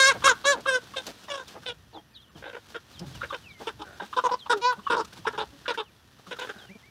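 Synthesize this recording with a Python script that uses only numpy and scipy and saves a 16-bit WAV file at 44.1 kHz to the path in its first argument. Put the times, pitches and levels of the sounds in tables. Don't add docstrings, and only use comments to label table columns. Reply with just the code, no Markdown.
import sys
import numpy as np
from scipy import signal
from scipy.fft import rfft, irfft, next_fast_len
from scipy.io import wavfile
from scipy.ndimage import uniform_filter1d

SR = 44100
rng = np.random.default_rng(int(sys.argv[2]) if len(sys.argv) > 2 else 0)


def dump(signal):
    limited = np.clip(np.atleast_2d(signal).T, -1, 1)
    pcm = np.round(limited * 32767).astype(np.int16)
    wavfile.write(sys.argv[1], SR, pcm)


def decibels_to_gain(level_db):
    exponent = np.asarray(level_db, float) / 20
    return 10 ** exponent


N = 304290


def rms_one(x):
    return x / np.sqrt(np.mean(x ** 2) + 1e-20)


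def coloured(x, points):
    size = next_fast_len(len(x))
    hz = np.maximum(np.fft.rfftfreq(size, 1 / SR), 1)
    points = np.array(points)
    gain_db = np.interp(np.log(hz), np.log(points[:, 0]), points[:, 1])
    return irfft(rfft(x, size) * decibels_to_gain(gain_db), size)[:len(x)]


def drift(count, rate_hz):
    r = np.exp(-2 * np.pi * rate_hz / SR)
    slow = signal.lfilter([1], [1, -2 * r, r * r], rng.standard_normal(count + SR // 4))
    return rms_one(slow)[SR // 4:]


def resonance(x, hz, width_hz):
    r = np.exp(-np.pi * width_hz / SR)
    zeros = np.array([1, 0, -1]) * (1 - r * r) / 2
    return signal.lfilter(zeros, [1, -2 * r * np.cos(2 * np.pi * hz / SR), r * r], x)


def steep_resonance(x, hz, width_hz):
    return resonance(resonance(x, hz, width_hz), hz, width_hz)


def band(x, low_hz, high_hz):
    return signal.sosfilt(signal.butter(2, [low_hz, high_hz], "band", fs=SR, output="sos"), x)


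def add(out, s, sound):
    i = max(round(s * SR), 0)
    out[i:i + len(sound)] += sound[:N - i]


def hump(length_s, rise):
    u = np.arange(round(length_s * SR)) / (length_s * SR)
    rise = np.clip(rise, .02, .9)
    return np.sin(np.pi / 2 * np.minimum(u / rise, (1 - u) / (1 - rise))) ** 2


def tract(source, modes):
    out = 0
    for k, (hz, width_hz, level_db) in enumerate(modes):
        gain = decibels_to_gain(level_db + 2.7 * drift(len(source), 21.3))
        out = out + (-1) ** k * gain * resonance(resonance(source, hz, width_hz), hz, 2 * width_hz)
    return out


def opened(modes, gains_db):
    return [(hz, width_hz, db + more_db) for (hz, width_hz, db), more_db in zip(modes, gains_db)]


# centre in Hz, width in Hz, level in dB.
SHRILL_MODES = [(7990, 1100, 3.5), (9700, 2500, -11), (13000, 1900, -30)]
OPEN_HZ, THROAT_WIDTH_HZ, CLOSED_WIDTH_HZ = 1486, 370, 312
THROB_HZ, SHARP_CUT_HZ = 53, 8200
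TOP_AIR = .12


def squawk(rows, rough, throb, fundamental_db, windpipe_db, sharp_db, windpipe, sharp, shrill_db,
           closed_hz, air, spread, top_lag):
    s, pitch, level_db, open_db = np.transpose(rows)
    t = np.arange(s[0], s[-1], 1 / SR)
    level_db, open_db = np.interp(t, s, level_db), np.interp(t, s, open_db)
    below_peak_db = level_db.max() - level_db
    rough = np.clip(rough + (0.0061 + 0.047 * rough) * below_peak_db, 0, 1)
    glide = uniform_filter1d(np.interp(t, s, pitch), size=500)
    jitter = 1 + 0.0718 * rough * drift(len(t), 143.0) + 0.0028 * drift(len(t), 59.0)
    cycles = np.cumsum(glide * jitter) / SR
    pulses = sum(np.cos(2 * np.pi * k * cycles - .45 - spread * k ** 2) for k in range(1, 29))
    luck = np.clip(rng.standard_normal(int(cycles[-1]) + 2), -3, 1.3)
    strength = decibels_to_gain(5.0 * rough * luck[(cycles + .5).astype(int)])
    breath = rng.standard_normal(len(t)) * (1 + np.cos(2 * np.pi * cycles))
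    source = rms_one(pulses) * strength + 1.25 * rough * breath
    upper = source + air * breath
    hissing = upper + TOP_AIR * decibels_to_gain(4.5 * drift(len(t), 25.0)) * breath
    lowest_top_hz = 1.35 * pitch.max()
    layers = [band(band(source, 230, lowest_top_hz), 230, lowest_top_hz),
              steep_resonance(source, closed_hz, CLOSED_WIDTH_HZ),
              steep_resonance(source, OPEN_HZ, THROAT_WIDTH_HZ),
              tract(upper, windpipe),
              band(tract(hissing, sharp), 2500, SHARP_CUT_HZ),
              tract(hissing, SHRILL_MODES),
              band(breath, 192, 284)]
    rest = np.maximum(1 - sum(decibels_to_gain(2 * db) for db in (open_db, fundamental_db)), .03)
    forced = np.minimum(decibels_to_gain(3 * (sharp_db + 13)) + 3 * rough.min(), 1)
    shrill = decibels_to_gain(sharp_db + shrill_db - 8.5) * forced
    loudest_db = np.maximum.accumulate(level_db)
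    wait_db = level_db.max() - loudest_db
    lead = decibels_to_gain(0.38 * wait_db)
    fading = lead * decibels_to_gain(0.82 * (level_db - loudest_db))
    top = fading * decibels_to_gain(-top_lag * wait_db)
    gains = [decibels_to_gain(fundamental_db) * lead, -np.sqrt(rest), decibels_to_gain(open_db), -decibels_to_gain(windpipe_db) * fading,
             decibels_to_gain(sharp_db) * top, shrill * top, decibels_to_gain(-17) * rough]
    voice = sum(g * rms_one(x) for g, x in zip(gains, layers))
    beat = np.cos(2 * np.pi * THROB_HZ * (t - s[0] - .008) + 0.96 * drift(len(t), 37.0))
    throbbing = rms_one(np.maximum(1 + 0.75 * throb * beat, .06))
    edge = np.minimum(1, np.minimum(t - s[0] + (s[0] == 0), s[-1] - t) / 0.0023)
    return -voice * decibels_to_gain(level_db) * edge * throbbing


# time in seconds, pitch in Hz, level in dB,
# open-beak resonance in dB against the level.
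CLEAR_CALLS = [
    [(0, 535, -17, -2.5), (0.05, 534.4, -19, 2), (0.095, 551.4, -18, -3.5), (0.11, 523, -23.5, 2.5),
     (0.124, 429, -25.5, -20), (0.14, 390, -67, -5)],
    [(0.236, 491.4, -42, -7), (0.246, 542, -18, -3), (0.268, 550.3, -15.5, -3), (0.295, 528.5, -16.5, 0),
     (0.318, 465, -23.5, -4), (0.342, 416, -42, -21)],
    [(0.44, 514, -66, 4), (0.456, 553, -25, -4.5), (0.48, 567, -20, 1.5), (0.51, 573.4, -21, -0.5),
     (0.535, 524, -25.5, -5.5), (0.558, 411, -38.5, -25)],
    [(0.656, 499.5, -44, -11), (0.672, 547.4, -31.5, 2.5), (0.692, 532, -22.5, 5), (0.71, 520, -26, -5.5),
     (0.762, 510.3, -24, 2), (0.788, 480, -35.5, -11)],
    [(4.612, 465, -48, -8), (4.62, 473, -36.5, -38), (4.655, 492, -18.5, -44), (4.685, 504.5, -22, -13),
     (4.712, 496.4, -23.5, -2), (4.726, 482, -30.5, -14), (4.742, 437, -33, -19)],
]
# roughness 0-1, throb depth 0-1, fundamental in dB, windpipe in dB,
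# sharp top in dB.
CLEAR_COLOUR = [(0.07, 0, -8.5, -2, -4), (0.17, 0.4, -9.5, -5.5, -7), (0.07, 0.14, -4, -4.5, -6),
                (0.06, 0.02, -3, -8, -13), (0, 0.04, -14, -12.5, -14)]
# three windpipe gains in dB,
# three sharp gains in dB, shrill in dB, closed-beak resonance in Hz.
CLEAR_OPENINGS = [(5.5, -3, 0.22, -2, -0.7, 0, 1, 1060), (7.5, 2.5, 0.2, -4, -5.5, 2, 1, 1037),
                  (-2, -3.5, 0.74, -0.5, -7, 1, 1, 960), (-15, 5, 1, -14, 2, -2, 3.5, 1090),
                  (10, -2.5, 1.8, 10, 8, 0.43, -21, 1036)]
CLEAR_TOP_WAIT = [.57, .57, 0.57, 0.81, .05]
# centre in Hz, width in Hz, level in dB.
CLEAR_WINDPIPE = [(2200, 500, -4), (2680, 1000, -1.5), (3770, 770, 1)]
# centre in Hz, width in Hz, level in dB.
CLEAR_SHARP = [(4240, 1200, 5.5), (5430, 1120, 4.5), (6920, 1060, 4.5)]


def clear_squawks():
    out = np.zeros(N)
    for rows, colour, opening, top_lag in zip(CLEAR_CALLS, CLEAR_COLOUR, CLEAR_OPENINGS, CLEAR_TOP_WAIT):
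        *gains_db, shrill_db, closed_hz = opening
        windpipe, sharp = opened(CLEAR_WINDPIPE, gains_db[:3]), opened(CLEAR_SHARP, gains_db[3:])
        add(out, rows[0][0], squawk(rows, *colour, windpipe, sharp, shrill_db, closed_hz,
                                    air=.07, spread=0.12, top_lag=top_lag))
    return out


ONSET_OVERSHOOT = 0.057
BEAK_AT_START, BEAK_AT_END = 0.94, 0.89


def call(start_s, length_s, hz, peak_db, open_db, breath):
    attack_s, release_s, droop, start_db, end_db, sag = breath
    hold_s = max(length_s - attack_s - release_s, .001)
    s = np.array([0, attack_s, attack_s + hold_s, max(length_s, attack_s + hold_s + .005)])
    pitch = hz * (1 + ONSET_OVERSHOOT * (s == 0)) - sag * (s - length_s / 2)
    level_db = peak_db - droop * hold_s * np.array([0, 0, 1, 1]) + [start_db, 0, 0, end_db]
    beak_db = open_db * np.array([BEAK_AT_START, 1, 1, BEAK_AT_END])
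    return np.transpose([start_s + s, pitch, level_db, beak_db])


# start in seconds, length in seconds, pitch in Hz, peak in dB, open beak in dB.
TIRED_CALLS = [
    (0.958, 0.057, 520.7, -34, -4.5),
    (1.279, 0.16, 548.8, -33, -5),
    (1.658, 0.072, 492, -36.5, -4.5),
]
CHATTER_CALLS = [
    (2.743, 0.046, 458, -36.5, -1.5),
    (3.228, 0.035, 484.5, -35.5, 2),
    (3.323, 0.045, 510, -31, -5),
    (3.669, 0.043, 439.5, -29.5, -6),
    (4.016, 0.043, 397, -40, -6),
]
BARK_CALLS = [
    (4.164, 0.039, 512.6, -20, -15),
    (4.237, 0.044, 505.3, -19.5, -52),
    (4.31, 0.0468, 494, -23.5, -55),
    (4.495, 0.048, 475.3, -20.5, -4),
]
YAP_CALLS = [
    (4.898, 0.067, 461.6, -21.5, -7),
    (4.963, 0.063, 458, -24, -17),
    (5.265, 0.032, 432, -22, -3),
    (5.376, 0.066, 436, -28, -11.5),
]
MOAN_CALLS = [
    (4.533, 0.081, 402.5, -39, -42),
]
MUTTER_CALLS = [
    (5.331, 0.05, 418, -37.5, -5.5),
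    (5.678, 0.062, 481.6, -27, -6),
    (5.773, 0.062, 430.3, -29, -12),
    (6.308, 0.049, 482, -34.5, -3.5),
    (6.386, 0.089, 500, -34.5, -4),
    (6.47, 0.055, 416, -34, 1),
]
RATTLE_CALLS = [
    (2.423, 0.101, 518.6, -42, -0.5),
    (2.528, 0.065, 490.5, -40.5, -5.5),
]
GROAN_CALLS = [
    (1.927, 0.078, 436.6, -42.5, -48),
    (3.792, 0.052, 405.4, -35, -15),
]
WHEEZE_CALLS = [
    (3.846, 0.14, 368, -48, -1.3),
    (6.536, 0.126, 384.4, -49.5, -1.4),
]
# roughness 0-1, throb depth 0-1, fundamental in dB, windpipe in dB at open beak,
# sharp top in dB.
KIND_VOICES = [
    (0.2, 0.39, -3, 1.5, -12),
    (0.64, 0.2, -3.5, -4.5, -24.5),
    (0.39, 0.15, -9.5, -13, -21.5),
    (0.62, 0.1, -6, -9.5, -22),
    (0.11, 0.05, 11, -19, -23),
    (0.47, 0.15, -4, -4, -21),
    (0.55, 0.2, -2, -6.5, -32),
    (0.79, 0.36, -9, -7.5, -20.5),
    (0.63, 0.63, -19, -46, -34),
]
# attack in seconds, release in seconds, hold droop in dB per second,
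# start in dB, end in dB, pitch sag in Hz per second.
KIND_BREATHS = [(0.0123, 0.03, 68, -16, -11.5, 595), (0.011, 0.019, 45, -7, -21, 288),
                (0.0109, 0.013, -27, -10, -10.5, 489), (0.0086, 0.014, 38, -10, -14, 479),
                (0.006, 0.05, 54, -2, -15, 712), (0.0139, 0.025, 48, -5.5, -23.5, 398),
                (0.008, 0.023, 2, 1, -13, 294), (0.031, 0.038, 8.5, -18, -16, -200),
                (0.0085, 0.07, 43, -5, -5.5, 40)]
# windpipe in dB, sharp top in dB,
# closed-beak resonance in Hz.
NECK_POSTURE = [(1.5, 0, 720), (-2.5, 2.5, 970), (5.5, -0.5, 720), (-2.5, -6, 1010), (0, -7, 900),
                (0, -3, 940), (-0.5, 4.5, 940), (0.5, 2, 780), (1, -0.5, 960), (-1, -0.5, 985), (1, 2, 954),
                (1.5, 7, 895), (-1.5, 0.5, 1050), (-8, 5, 990), (-1.5, 2, 980), (3.5, -3.5, 897),
                (5, -2, 1100), (-8, -5, 940), (1.5, 4, 950), (0.5, -9, 970), (2.5, 3, 890), (1.5, -1, 880),
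                (-2.5, 2, 690), (1.5, -6, 740), (-1, 4, 900), (-0.5, -7, 760), (-1, 2.5, 960), (0, 0, 550),
                (3, 2, 650)]
# windpipe high over low in dB, sharp high over low in dB,
# shrill in dB.
UPPER_LEAN = [(2, 2, 7), (3, 2.5, 0), (2, -2, 3), (-2, 0, -1.5), (-4, 0, -1.5), (-2.5, 0, 4),
              (-3.5, 0, 4.5), (5, 0, -1.5), (8, -6, -1), (4, 6, -1), (1.5, -2.5, -7), (7, -1, 3),
              (1, -5.5, 2), (8, -1.5, -2), (-1, -4, 1), (3.5, 0, 1), (-2, 1, 0), (2, 0, -1.5),
              (-1.5, -3, -1), (1.5, -1.5, 5), (-2, 2, 4), (-1, 6, -1.5), (-2, 5, -1.5), (-2, -2, -1.5),
              (-4, 0, -1.5), (-1, 0, -1.5), (3, 0, 3), (0, 0, -1.5), (0, 0, -1.5)]
# centre in Hz, width in Hz, level in dB.
HOARSE_TOP = [(4900, 1330, 0.5), (5700, 950, 1), (6570, 830, 0)]
# centre in Hz, width in Hz, level in dB.
HOARSE_PIPE = [(2335, 1180, -8), (2870, 1270, -3), (3695, 425, -1)]


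def short_calls():
    out = np.zeros(N)
    kinds = [TIRED_CALLS, CHATTER_CALLS, BARK_CALLS, YAP_CALLS, MOAN_CALLS, MUTTER_CALLS, RATTLE_CALLS,
             GROAN_CALLS, WHEEZE_CALLS]
    necks = zip(NECK_POSTURE, UPPER_LEAN)
    for kind, voice, breath in zip(kinds, KIND_VOICES, KIND_BREATHS):
        rough, throb, fundamental_db, windpipe_db, sharp_db = voice
        air = .18 if kind is TIRED_CALLS else .48
        for row, (posture, lean) in zip(kind, necks):
            pipe_db, top_db, closed_hz = posture
            pipe_lean, sharp_lean, shrill_db = lean
            pipe_level_db = windpipe_db + pipe_db + 0.2 * row[-1]
            windpipe = opened(HOARSE_PIPE, [-pipe_lean, 0, pipe_lean])
            sharp = opened(HOARSE_TOP, [-sharp_lean, 0, sharp_lean])
            add(out, row[0], squawk(call(*row, breath), rough, throb, fundamental_db, pipe_level_db,
                                    sharp_db + top_db, windpipe, sharp, shrill_db, closed_hz,
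                                    air=air, spread=0.027, top_lag=0.89))
    return out


# middle in seconds, length in
# seconds, change in dB.
THROAT_CATCHES = [(1.29, 0.032, -12), (1.367, 0.023, -7), (1.671, 0.016, -4.5), (0.957, 0.01, -4),
                  (2.433, 0.017, -14), (2.451, 0.015, -9), (2.471, 0.011, -9), (2.49, 0.012, -15),
                  (2.506, 0.012, -18), (2.529, 0.0092, -8), (2.543, 0.0093, -10), (2.56, 0.011, -14),
                  (4.181, 0.027, -4.5), (3.248, 0.0075, 2), (5.689, 0.0082, -2), (5.391, 0.011, 3),
                  (4.248, 0.0045, -8), (4.329, 0.015, -4), (4.521, 0.0097, -1), (4.916, 0.008, -3.5),
                  (4.944, 0.015, -3.5), (4.96, 0.0089, -5), (4.975, 0.0071, -9), (5.0, 0.0095, 1),
                  (5.424, 0.0086, -0.5), (5.707, 0.0072, 0), (5.786, 0.0075, -2), (3.338, 0.016, -7),
                  (5.266, 0.021, -2.5), (6.308, 0.015, -5), (6.405, .012, -6), (6.444, 0.0091, -16),
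                  (6.476, 0.012, -7), (6.484, 0.018, -21)]


def catches():
    closure_db = np.zeros(N)
    for s, length_s, depth_db in THROAT_CATCHES:
        add(closure_db, s - length_s / 2, depth_db * hump(length_s, 0.7))
    return decibels_to_gain(closure_db)


# time in seconds, peak in dB, ring in Hz.
THROAT_TICKS = [(0.222, -34, 1150), (0.937, -40, 1200), (1.634, -48.5, 1336), (2.992, -47, 5170),
                (3.212, -34, 1350), (3.304, -36.5, 1160), (3.658, -49, 1020), (4, -35.5, 1525),
                (4, -35, 860), (4.13, -32, 1165), (4.293, -49, 1500), (4.724, -33.5, 1130),
                (4.79, -45, 1030), (4.872, -45, 1480), (5.305, -44, 895), (2.466, -41.5, 780),
                (1.283, -40, 950), (1.285, -44.5, 1850), (4.528, -22.5, 1340), (4.189, -28, 1250),
                (.272, -17.5, 1190), (.334, -47, 1110), (0.443, -28.5, 1100), (0.657, -31.5, 1210),
                (4.29, -31.5, 890), (4.461, -35, 954), (4.868, -29, 1130), (5.046, -49.5, 1180),
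                (5.126, -48, 1500), (5.169, -47.5, 855), (5.252, -32, 1000), (5.657, -34.5, 1410),
                (5.744, -41, 1600), (6.268, -47, 1170), (6.365, -47, 1320), (4.625, -60, 9700),
                (4.725, -59, 9300), (4.727, -62, 11500)]


def throat_ticks():
    out = np.zeros(N)
    for s, peak_db, hz in THROAT_TICKS:
        air = rng.standard_normal(SR // 10)
        narrow = resonance(air, hz, max(170.0, .06 * hz))
        ring = rms_one(resonance(narrow, hz, max(490.0, .1 * hz)))
        ring = ring + decibels_to_gain(-16.5) * rms_one(tract(air, HOARSE_PIPE))
        shape = hump(.024, .3)
        add(out, s - .004, decibels_to_gain(peak_db + 1.5) * shape * ring[-len(shape):])
    return out


def hen():
    return (clear_squawks() + short_calls()) * catches() + throat_ticks()


RING_HZ, RING_WIDTH_HZ, RING_T60_S, RING_DB = 1600, 1070, 0.33, -34


def coop(x):
    t = np.arange(SR // 3) / SR
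    tail = band(rng.standard_normal(len(t)), 520, 6100) * decibels_to_gain(-60 * t / 0.054) * (t > .006)
    ring = resonance(rng.standard_normal(len(t)), RING_HZ, RING_WIDTH_HZ)
    ring = ring * decibels_to_gain(-60 * t / RING_T60_S) * (t > .01)
    echo = decibels_to_gain(-16.0) * tail / np.linalg.norm(tail) + decibels_to_gain(RING_DB) * ring / np.linalg.norm(ring)
    return signal.fftconvolve(x, echo)[:N]


# time in seconds, level in dB.
LEAF_STIR = [(0.0, -51.5), (0.25, -46), (0.48, -55), (1.06, -51), (1.58, -57.5), (1.75, -63), (2.23, -67),
             (2.56, -59), (2.95, -60.5), (3.2, -50.5), (3.61, -61.5), (4.191, -52.5), (4.4, -58),
             (5.4, -54.5), (5.8, -65), (6.28, -61), (6.44, -50), (6.75, -61)]
# start in seconds, length in seconds, level in dB.
LEAF_SCUFFS = [(1.056, 0.031, -51), (1.236, 0.014, -61.5), (1.466, 0.045, -57.5), (1.61, 0.032, -63),
               (2.352, 0.042, -62), (2.675, 0.044, -61.5), (2.874, 0.088, -64.5), (3.05, 0.047, -60.5),
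               (5.518, 0.15, -70.5), (5.731, 0.022, -55), (4.036, 0.023, -63.5), (3.145, 0.013, -54.5),
               (3.57, 0.089, -57.5), (4.567, 0.014, -54.5), (5.125, 0.012, -55), (5.153, 0.027, -59),
               (6.179, 0.015, -68.5), (6.25, 0.047, -60)]
# frequency in Hz, level in dB per Hz.
LEAF_SPECTRUM = [(120, -40.5), (200, 0.5), (554, -8.5), (1620, -7.5), (2020, -13.5), (3480, -8),
                 (6020, -14), (7220, -19), (15500, -28.5)]
# time in seconds, peak in dB.
TWIG_SNAPS = [(0.606, -33.5), (0.835, -42), (1.066, -20.5), (4.028, -48), (4.123, -51), (4.224, -54),
              (1.2373, -40), (1.479, -29.5), (1.9001, -53), (2.9923, -29), (3.1477, -54), (3.4087, -46),
              (5.047, -31), (5.8354, -47), (6.393, -27.5), (6.4744, -55)]


def leaves():
    s, level_db = np.transpose(LEAF_STIR)
    sizes = decibels_to_gain(4.5 * np.minimum(rng.exponential(1, N), 5)) * rng.choice([-1, 1], N)
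    grains_per_s = 3000 * decibels_to_gain(4.0 * drift(N, 18.))
    grains = sizes * (rng.random(N) < grains_per_s / SR)
    rustle = coloured(rms_one(grains) + 1.13 * rng.standard_normal(N), LEAF_SPECTRUM)
    stir = decibels_to_gain(np.interp(np.arange(N) / SR, s, level_db) - 6.0)
    for s, length_s, level_db in LEAF_SCUFFS:
        add(stir, s, decibels_to_gain(level_db) * hump(2.1 * length_s, 0.29))
    out = rustle / np.std(band(rustle, 4550, 13000)) * stir
    for s, peak_db in TWIG_SNAPS:
        shape = hump(0.02, 0.055)
        crack = rms_one(band(rng.standard_normal(len(shape)), 2600, 6800))
        add(out, s, decibels_to_gain(peak_db - 15.5) * shape * crack)
        shape = hump(.004, .1)
        click = rms_one(band(rng.standard_normal(round(.004 * SR)), 8000, 16000))
        add(out, s, decibels_to_gain(peak_db - 24) * shape * click)
    return out


# peak in seconds, length in seconds, level in dB.
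GUSTS = [(0.207, 0.44, -49), (0.797, 0.78, -59.5), (1.602, 0.73, -60), (2.387, 0.16, -55.5),
         (3.108, 0.46, -44.5), (3.813, 0.39, -57), (4.96, 0.8, -59.5), (5.396, 0.63, -56),
         (1.851, 0.43, -74), (3.49, 0.45, -60), (.5, 0.25, -67)]
# frequency in Hz, level in dB per Hz.
WOODLAND = [(18, -43.5), (30, -53), (43, 8.5), (108, 12.5), (645, -2.5), (1680, -2), (1840, 3.5),
            (2080, -9.5), (3360, -6.5), (4610, -32.5), (5830, -6), (7200, -37), (10700, -13),
            (15800, -20.5)]
WOODLAND_DB, CALM_DB, GUST_RISE = -62.5, -64.5, 0.47


def background():
    wind = np.full(N, decibels_to_gain(CALM_DB))
    for s, length_s, level_db in GUSTS:
        add(wind, s - GUST_RISE * length_s, decibels_to_gain(level_db) * hump(length_s, GUST_RISE))
    air = rms_one(band(rng.standard_normal(N), 55, 152.6)) * wind * decibels_to_gain(1.0 * drift(N, 24.0))
    hiss = rms_one(coloured(rng.standard_normal(N), WOODLAND))
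    return air + decibels_to_gain(WOODLAND_DB + 0.54 * drift(N, 7.4)) * hiss


# middle in seconds, length in seconds, level in dB.
WING_PUFFS = [(0.157, 0.04, -37), (0.573, 0.067, -39), (0.832, 0.023, -49.5), (1.085, 0.05, -41),
              (1.56, 0.05, -41.5), (1.97, 0.026, -49), (4.02, 0.042, -41), (2.368, 0.046, -52),
              (3.02, .05, -45), (3.617, 0.042, -40), (4.776, 0.029, -51), (6.197, 0.0065, -51)]


def wings():
    out = np.zeros(N)
    for s, length_s, level_db in WING_PUFFS:
        shape = hump(1.5 * length_s, 0.42)
        gust = rms_one(band(rng.standard_normal(SR // 5), 190, 910))
        add(out, s - 0.61 * length_s, decibels_to_gain(level_db) * shape * gust[-len(shape):])
    return out


# start in seconds, length in seconds, first pitch in Hz,
# last pitch in Hz, level in dB.
HOOKED_WHISTLES = [
    (1.93, 0.082, 4850, 3230, -54.5),
    (2.135, 0.093, 5100, 3210, -54.5),
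    (2.927, 0.09, 4760, 3080, -55),
    (4.386, 0.077, 4660, 3050, -50),
    (6.574, 0.095, 4200, 3120, -55),
    (3.479, 0.104, 5690, 2960, -58.5),
    (3.413, 0.225, 3390, 2090, -55.5),
]
# start in seconds, length in seconds, first pitch in Hz,
# last pitch in Hz, level in dB.
SLIDING_WHISTLES = [(2.147, 0.047, 3610, 2810, -55.5), (2.205, 0.068, 4290, 2810, -60.5),
                    (2.269, 0.034, 3310, 2740, -63.5), (2.292, .026, 1480, 1010, -58),
                    (2.109, 0.05, 2620, 2350, -68), (2.351, 0.031, 3360, 2910, -58.5),
                    (3.132, 0.057, 3490, 2600, -54), (3.284, 0.059, 4120, 3010, -51),
                    (1.461, 0.064, 3990, 2510, -57), (1.241, .021, 2610, 2990, -53),
                    (4.842, 0.1, 3170, 2500, -49.5), (5.829, 0.082, 3830, 2270, -62.5),
                    (6.655, 0.058, 3250, 2550, -60.5), (6.791, 0.032, 3590, 2980, -63.5)]
# start in seconds, length in seconds, first pitch in Hz, last pitch in Hz, level in dB.
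RISING_CHIRPS = [
    (4.83, 0.018, 2200, 3150, -52),
    (6.68, 0.074, 1420, 2390, -55.5),
    (6.745, 0.033, 2270, 2380, -58),
    (6.825, 0.074, 1840, 2280, -59),
]
HOOK_BEND, SLIDE_BEND, CHIRP_BEND = 3.2, 1.5, 3.8


def birds():
    out = np.zeros(N)
    notes = [(*n, HOOK_BEND) for n in HOOKED_WHISTLES]
    notes += [(*n, SLIDE_BEND) for n in SLIDING_WHISTLES]
    notes += [(*n, CHIRP_BEND) for n in RISING_CHIRPS]
    for s, length_s, first_hz, last_hz, level_db, bend in notes:
        shape = hump(length_s, .3) ** .45
        left = np.linspace(1, 0, len(shape)) ** bend
        waver = 1 + .009 * drift(len(shape), 70.)
        flicker_db = 2.6 * drift(len(shape), 50.)
        cycles = np.cumsum((last_hz + (first_hz - last_hz) * left) * waver) / SR
        note = np.sqrt(2) * decibels_to_gain(level_db + flicker_db) * shape * np.sin(2 * np.pi * cycles)
        add(out, s, note)
        add(out, s + 0.0034, 0.5 * note)
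    return out


# start in seconds, length in seconds, pitch in Hz, level in dB.
LOW_CLUCKS = [(2.349, 0.014, 166, -42), (3, 0.033, 180, -35), (3.065, 0.017, 125, -39),
              (3.033, 0.024, 285, -45), (1.943, 0.037, 310, -46), (3.787, 0.033, 308, -42.5),
              (4.018, 0.028, 199, -47), (5.038, 0.011, 207, -44), (5.27, 0.041, 251, -46.5),
              (6.556, 0.013, 199, -48), (4.77, 0.027, 199, -41), (5.18, 0.02, 156, -43.5),
              (5.499, 0.065, 285, -52), (6.261, 0.035, 181.3, -47), (6.683, 0.035, 197, -43.5),
              (6.749, 0.014, 228, -42.5)]


def clucks():
    out = np.zeros(N)
    for s, length_s, hz, level_db in LOW_CLUCKS:
        shape = hump(1.74 * length_s, 0.37)
        cycles = np.cumsum(hz * (1 + 0.03 * drift(len(shape), 59.0))) / SR
        tone = sum(decibels_to_gain(-7.0 * k) * np.sin(2 * np.pi * (k + 1) * cycles) for k in range(5))
        add(out, s, decibels_to_gain(level_db) * shape * tone)
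    return out


def scene():
    near = hen() + wings() + birds() + clucks()
    return np.tile(near + coop(near) + leaves() + background(), (2, 1))


# start in seconds, low edge in Hz,
# high edge in Hz, level in dB.
NOISE_PATCHES = [
    (.025, 5700, 7630, -28.5),
    (.025, 9000, 12200, -47),
    (.487, 6460, 7650, -34),
    (3.925, 4700, 5800, -71),
    (2.095, 5700, 7600, -80),
    (2.28, 4700, 16000, -74),
    (5.92, 8260, 9700, -76),
]


def patched(x):
    for s, low_hz, high_hz, level_db in NOISE_PATCHES:
        shape = hump(.045, .5)
        noise = band(band(rng.standard_normal((2, len(shape))), low_hz, high_hz), low_hz, high_hz)
        span = slice(round(s * SR), round(s * SR) + len(shape))
        edges = signal.butter(3, [low_hz, high_hz], "band", fs=SR, output="sos")
        lost = signal.sosfiltfilt(edges, x[:, span])
        x[:, span] += shape * (np.sqrt(2) * decibels_to_gain(level_db) * rms_one(noise) - lost)
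    return x


def roll_off(x):
    return signal.sosfilt(signal.butter(12, 16080, fs=SR, output="sos"), x)


def record(dry):
    mix = patched(.58 * np.tanh(dry / .58))
    mix = signal.sosfilt(signal.butter(8, 50, "high", fs=SR, output="sos"), mix)
    mix = signal.sosfilt(signal.cheby2(14, 50, 16230, fs=SR, output="sos"), mix)
    return roll_off(mix)


dry = scene()
out = record(dry)
dump(out)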